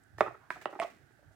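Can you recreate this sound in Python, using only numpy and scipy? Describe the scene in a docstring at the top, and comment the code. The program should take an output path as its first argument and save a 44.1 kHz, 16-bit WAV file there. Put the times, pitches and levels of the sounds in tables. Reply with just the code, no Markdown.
"""A faint outdoor hush and a low rumble come first, then moist food being turned by hand in a plastic bowl.
Fingers rub softly, and the wet pieces squelch and plop against the wall, making it ring briefly.
The bowl knocks on a garden table, whose top booms faintly under it.
Fences and a house wall throw each knock and plop back as quiet echoes."""
import sys
import numpy as np
from scipy import signal
from scipy.fft import rfft, irfft
from scipy.io import wavfile

SR = 44100
rng = np.random.default_rng(int(sys.argv[2]) if len(sys.argv) > 2 else 0)


def log_audio(samples):
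    """Write samples as a 16-bit WAV file to the path given in sys.argv[1]."""
    # one column per channel
    frames = np.atleast_2d(samples).T
    # limit to full scale, then quantise
    limited = np.clip(frames, -1, 1)
    pcm = np.round(limited * 32767).astype(np.int16)
    wavfile.write(sys.argv[1], SR, pcm)


N = 59535
T = np.arange(N) / SR
BOWL_PAN_DB, LOW_PAN_DB = 2.4, 4.5   # how far the bowl and the deep sounds lean to the right


def from_db(db):
    """Turn decibels into a number to multiply by."""
    return 10 ** (np.asarray(db) / 20)


def rms_one(x):
    """Scale a sound so its average strength (rms) is 1."""
    return x / np.sqrt(np.mean(x ** 2) + 1e-20)


def at_hz(points, hz):
    """Read between the rows of a table, giving each octave equal room."""
    pitches, values = np.transpose(points)
    return np.interp(np.log(hz + 1e-9), np.log(pitches), values)


def keep_side(x, hz, side, order=2):
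    """Keep the "low" or "high" side of hz; a higher order cuts more steeply."""
    return signal.sosfilt(signal.butter(order, hz, side, fs=SR, output="sos"), x + 1e-18)


def delayed(x, seconds):
    """The same sound, later."""
    return np.interp(T - seconds, T, x, left=0)


def to_right(db):
    """Turn the left channel down and the right one up."""
    return from_db([[-db], [db]])


def ring(hz, db, ring_s):
    """One struck tone; its ring time is how long it takes to fade by 60 dB."""
    return from_db(db - 60 * np.minimum(T / ring_s, 4)) * np.sin(2 * np.pi * hz * T)


def coloured(noise, colour):
    """Give noise a colour: make some pitches stronger than others."""
    gains = from_db(at_hz(colour, np.fft.rfftfreq(N, 1 / SR)))
    return rms_one(irfft(rfft(noise) * gains, N))


def stereo_noise(likeness):
    """White noise whose left and right are unrelated (0), the same (1) or in between."""
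    mid, side = rng.standard_normal((2, N))
    return rms_one(np.sqrt(1 + likeness) * mid + np.sqrt(1 - likeness) * side * np.array([[1], [-1]]))


# colour of the hush (pitch [Hz], relative level [dB])
HUSH_COLOUR = [(88, -35.5), (150, -3.5), (315, -2.5), (534, -17.5), (716, -8.5), (821, -10.5), (998, -22.5),
               (1560, -5), (2100, -17.5), (2270, -24), (4320, -28), (8730, -31), (16000, -36)]
def hush(level_db=-68.5):
    """A steady, faraway outdoor hush."""
    noise = coloured(stereo_noise(0.13), HUSH_COLOUR)
    return from_db(level_db) * rms_one(keep_side(noise, 260, "high")) * to_right(4)


# colour of the rumble (pitch [Hz], relative level [dB])
RUMBLE_COLOUR = [(20, -19.5), (40, -25), (60, 0), (80, -6.5), (108, 4), (150, -5), (250, -39), (500, -26),
                 (2000, -82.5)]
# its rise and fall (time [s], relative level [dB])
RUMBLE_SWELLS = [(0, -66), (.09, -67.5), (.145, -55), (.19, -55), (.29, -60), (.37, -68.5), (.43, -63),
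                 (.49, -69.5), (.58, -66.5), (.92, -76.5), (1.02, -61.5), (1.09, -70), (1.2, -70),
                 (1.29, -55), (1.35, -72)]
def rumble(gain_db=-3):
    """A low rumble that comes and goes."""
    loudness = from_db(gain_db + np.interp(T, *np.transpose(RUMBLE_SWELLS)))
    return loudness * coloured(stereo_noise(0.45), RUMBLE_COLOUR) * to_right(LOW_PAN_DB)


# strokes round the bowl (start [s], length [s], centre pitch [Hz], level [dB])
RUB_STROKES = [(0.033, 0.0092, 8000, -70.5), (0.382, 0.12, 998, -65), (0.522, 0.18, 337, -64),
               (0.819, 0.0096, 4250, -62.5), (0.821, 0.024, 2800, -49), (0.867, 0.13, 225, -65),
               (0.907, 0.18, 330, -71), (1.106, 0.037, 8000, -85.5), (1.312, .04, 7500, -80.5)]
def rubs(width_ratio=1.1):
    """Fingers and food rub the bowl: soft swells of noise, each around its own pitch."""
    out = 0
    for start, length, hz, db in RUB_STROKES:
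        noise = keep_side(stereo_noise(0.49), hz * width_ratio, "low", order=3)
        noise = keep_side(noise, hz / width_ratio, "high", order=3)
        swell = np.sin(np.pi * np.clip((T - start) / length, 0, 1))
        out += from_db(db) * rms_one(noise) * swell
    return out * to_right(BOWL_PAN_DB)


# each squelch (start [s], fade time [s], level [dB])
SQUELCH_BURSTS = [(0.18, 0.075, -54.5), (0.507, 0.067, -54), (0.613, 0.017, -52), (.70, 0.24, -67),
                  (0.807, 0.047, -52.5), (0.899, 0.024, -67)]
# colour of the wet clicks (pitch [Hz], relative level [dB])
SQUELCH_COLOUR = [(1000, -4.5), (2000, 9.5), (3200, 0), (5000, -4), (8500, -7.5), (10500, -14.5),
                  (15000, -13)]
def squelches(rise_s=0.0017, clicks_per_s=8800, spread_db=2.5):
    """Wet food slides and parts in clouds of tiny clicks that swell quickly and fade."""
    loudness = 0
    for start, fade_s, db in SQUELCH_BURSTS:
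        age = np.maximum(T - start, 0)
        loudness += from_db(db) * (1 - np.exp(-age / rise_s)) * np.exp(-age / fade_s)
    sizes = from_db(spread_db * np.minimum(rng.exponential(1, N), 4))
    clicks = (rng.random(N) < clicks_per_s / SR) * sizes * stereo_noise(0.1)
    return loudness * coloured(clicks, SQUELCH_COLOUR) * to_right(BOWL_PAN_DB)


# the bowl's own tones (pitch [Hz], relative level [dB], ring time [s])
WALL_TONES = [(253, -24.5, 0.044), (370, -6, 0.014), (623, -4.5, 0.017), (847, -1, 0.011),
              (1256, -2.5, 0.013), (1928, -9, 0.011), (2477, -14.5, .014), (3600, -19.5, .012),
              (5120, -21, .012), (5920, -23, .012), (6740, -19.5, 0.00826)]
def bowl_wall():
    """The plastic wall rings very briefly when struck; every other tone starts the opposite way."""
    return sum((-1) ** k * ring(*tone) for k, tone in enumerate(WALL_TONES))


# soft plops, and dull returns of the knocks from the garden walls (time [s], bowl gain [dB],
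# blur time [s], treble limit [Hz], hollow pitch [Hz], hollow level [dB], hollow ring time [s])
SOFT_PLOPS_AND_ECHOES = [(0.1835, -34.5, 0.00077, 6760, 1794, -38, .03),
                         (.2615, -30.5, 0.008, 2660, 1245, -31, 0.054),
                         (.2770, -28, 0.0037, 2000, 1280, -29, 0.024),
                         (.3050, -51, 0.006, 1477, 692, -42.5, 0.043),
                         (.3440, -41, 0.0084, 1760, 1282, -43, 0.033),
                         (.5070, -68, .004, 2500, 362, -52.5, 0.084),
                         (.5555, -39, 0.0089, 4960, 1380, -48, 0.028),
                         (.5640, -43.5, 0.0083, 2000, 728, -46.5, 0.12),
                         (0.6115, -42.5, 0.015, 4000, 1760, -47, 0.057),
                         (0.691, -43, 0.0021, 1200, 548, -45.5, 0.076),
                         (.7270, -32, 0.0059, 1336, 571, -41, 0.055),
                         (0.7502, -32.5, 0.0082, 1640, 795, -41.5, 0.041),
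                         (0.7891, -31, 0.0023, 2670, 778, -40.5, 0.13),
                         (.8165, -26.5, 0.0027, 5900, 1126, -28, 0.057),
                         (.8235, -28.5, 0.002, 5870, 741, -38.5, 0.11),
                         (0.8286, -29, 0.0074, 3400, 390, -50, 0.042),
                         (.8465, -39, 0.0098, 3000, 670, -25, 0.029),
                         (1.106, -62, 0.004, 3220, 359, -53.5, 0.02),
                         (1.191, -63.5, 0.0064, 1217, 584, -56, 0.049),
                         (1.227, -57.5, 0.012, 1200, 573, -57, 0.046),
                         (1.307, -59.5, .008, 1210, 640, -61.5, 0.068)]
def plops_and_echoes(wall, rise_s=0.00088, taps_per_s=1600):
    """Soft plops and dull echoes of the knocks: the bowl's ring, blurred, plus a hollow tone."""
    out = np.zeros(N)
    for start, db, blur_s, treble_hz, hollow_hz, hollow_db, ring_s in SOFT_PLOPS_AND_ECHOES:
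        taps = (rng.random(N) < taps_per_s / SR) * rng.standard_normal(N)
        swell = T * np.exp(-np.minimum(2 * T / blur_s, 60))
        blurred = signal.fftconvolve(taps * swell, wall)[:N]   # one copy of the ring for each tiny tap
        blurred *= from_db(db) * np.std(wall) / (np.std(blurred) + 1e-30)
        hollow = ring(hollow_hz, hollow_db, ring_s) * (1 - np.exp(-T / rise_s))
        out += delayed(keep_side(blurred + hollow, treble_hz, "low"), start)
    return out


# hard hits (time [s], bowl gain [dB], bass limit [Hz], treble limit [Hz], hollow pitch [Hz],
# hollow level [dB], hollow ring time [s], clack pitch [Hz], clack level [dB], tick level [dB])
BOWL_KNOCKS = [(0.2071, -9, 232.3, 2900, 616, -17.5, 0.028, 3650, -49, -40.5),
               (.2098, -22.5, 400, 3000, 1285, -23.5, 0.027, 1930, -22, -39.5),
               (.2121, -12.5, 260, 1110, 577, -22.5, 0.023, 2540, -30, -50.5),
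               (.5033, -33, 487, 3620, 1000, -34.5, 0.071, 4700, -42.5, -40.5),
               (0.5046, -20.5, 1400, 2300, 1610, -20.5, 0.012, 2150, -24, -39.5),
               (0.6563, -18.5, 310, 1840, 731, -33, 0.028, 2780, -27, -43.5),
               (.6615, -28, 285, 1210, 796, -29, 0.023, 1390, -36, -49),
               (.7995, -27, 2030, 4430, 676.4, -25, 0.067, 2130, -18, -28)]
def knocks(wall, clack_s=0.005, tick_hz=8200, tick_s=0.0025):
    """Each knock rings the bowl and the hollow between food and hand, with a clack and a wet tick."""
    out = np.zeros(N)
    for (start, db, bass_hz, treble_hz, hollow_hz, hollow_db, ring_s,
         clack_hz, clack_db, tick_db) in BOWL_KNOCKS:
        body = from_db(db) * keep_side(keep_side(wall, treble_hz, "low"), bass_hz, "high")
        hollow = keep_side(ring(hollow_hz, hollow_db, ring_s), treble_hz, "low")
        clack = keep_side(ring(clack_hz, clack_db, clack_s), clack_hz / 2, "high")
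        tick = keep_side(ring(tick_hz, tick_db, tick_s), tick_hz / 2, "high")
        out += delayed(body + hollow + clack + tick, round(start * SR) / SR)
    return out


# the table top's own tones (pitch [Hz], level [dB], ring time [s])
TABLE_TONES = [(62, -55, 0.28), (115, -64.5, .3), (162, -53, 0.24)]
# moments when it gives under the bowl (time [s], gain [dB])
TABLE_THUMPS = [(0.207, 0), (0.533, -7), (0.798, -6.5)]
def table_booms(rise_s=0.015):
    """The table top booms faintly when the bowl is pressed down."""
    boom = sum(ring(*tone) for tone in TABLE_TONES) * (1 - np.exp(-T / rise_s))
    return sum(from_db(db) * delayed(boom, start) for start, db in TABLE_THUMPS) * to_right(LOW_PAN_DB)


def echo_fade(delay_s, db, ring_s):
    """The fading outline of a spray of tiny echoes; db sets its total energy."""
    fade = (T >= delay_s) * from_db(-60 * np.clip((T - delay_s) / ring_s, 0, 4))
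    return from_db(db) * fade / np.sqrt(np.sum(fade ** 2))


# colours of the scattered sound and of the wall echoes (pitch [Hz], relative level [dB])
SCATTER_COLOUR = [(100, -5.5), (220, -5.5), (370, 3.5), (630, -2.5), (850, -0.5), (1200, -1), (2500, 5),
                  (5000, -3), (12000, -1)]
ECHO_COLOUR = [(150, -11.5), (400, -1), (700, -12.5), (1250, -2), (2500, -0.5), (5000, -20), (15000, -19.5)]
# echoes off the fences and house wall (delay [s], level [dB], ring time [s])
WALL_ECHOES = [(.054, -29.5, .04), (.069, -33, 0.031), (0.095, -37.5, .04), (.135, -48, 0.049)]
# how long the yard rings on (pitch [Hz], ring time [s])
YARD_RING_TIMES = [(150, 0.52), (600, 0.17), (1500, 0.4), (4000, 0.22), (12000, 0.331)]
def yard_echoes(sound, likeness=0.19):
    """Sound scatters off the table and near fence, returns from farther walls and leaves a short tail."""
    scatter = coloured(stereo_noise(likeness), SCATTER_COLOUR)
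    echoes = scatter * echo_fade(delay_s=0.0025, db=-10.5, ring_s=0.091)
    echoes += coloured(stereo_noise(likeness), ECHO_COLOUR) * sum(echo_fade(*e) for e in WALL_ECHOES)
    tail_spectrum = rfft(coloured(stereo_noise(likeness), SCATTER_COLOUR))
    hz = np.fft.rfftfreq(N, 1 / SR)
    for low_hz in 80 * 2 ** np.arange(8):   # each octave fades at its own speed
        octave = irfft(tail_spectrum * (hz >= low_hz) * (hz < 2 * low_hz), N)
        ring_s = at_hz(YARD_RING_TIMES, low_hz * np.sqrt(2))
        echoes += octave * echo_fade(delay_s=0.014, db=-14.5, ring_s=ring_s)
    return signal.fftconvolve(echoes, sound[None], axes=1)[:, :N] * to_right(2)


def close_by(sound, bounce_s=0.00452, bounce_db=-15.5, left_lag_s=0.00003):
    """The sound plus one dull bounce off the table; the left side hears it later and duller."""
    bounce = delayed(keep_side(sound, 2020, "low", order=1), bounce_s)
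    right = sound + from_db(bounce_db) * bounce
    left = delayed(keep_side(right, 8980, "low", order=1), left_lag_s)
    return np.array([left, right]) * to_right(BOWL_PAN_DB)


def scene(bass_hz=170, treble_hz=9800):
    """The bowl stands a little to the right, on a table in a fenced yard."""
    wall = bowl_wall()
    bowl = keep_side(plops_and_echoes(wall) + knocks(wall), bass_hz, "high", order=3)
    bowl = keep_side(bowl, treble_hz, "low", order=3)
    return close_by(bowl) + yard_echoes(bowl) + squelches() + rubs() + table_booms() + hush() + rumble()


def record(dry, bass_hz=33.8, top_hz=16100):
    """The microphone drops the deepest bass; the highest treble is cut steeply."""
    top_cut = signal.ellip(10, .1, 70, top_hz, fs=SR, output="sos")
    return signal.sosfilt(top_cut, keep_side(dry, bass_hz, "high", order=3))


dry = scene()
out = record(dry)
log_audio(out)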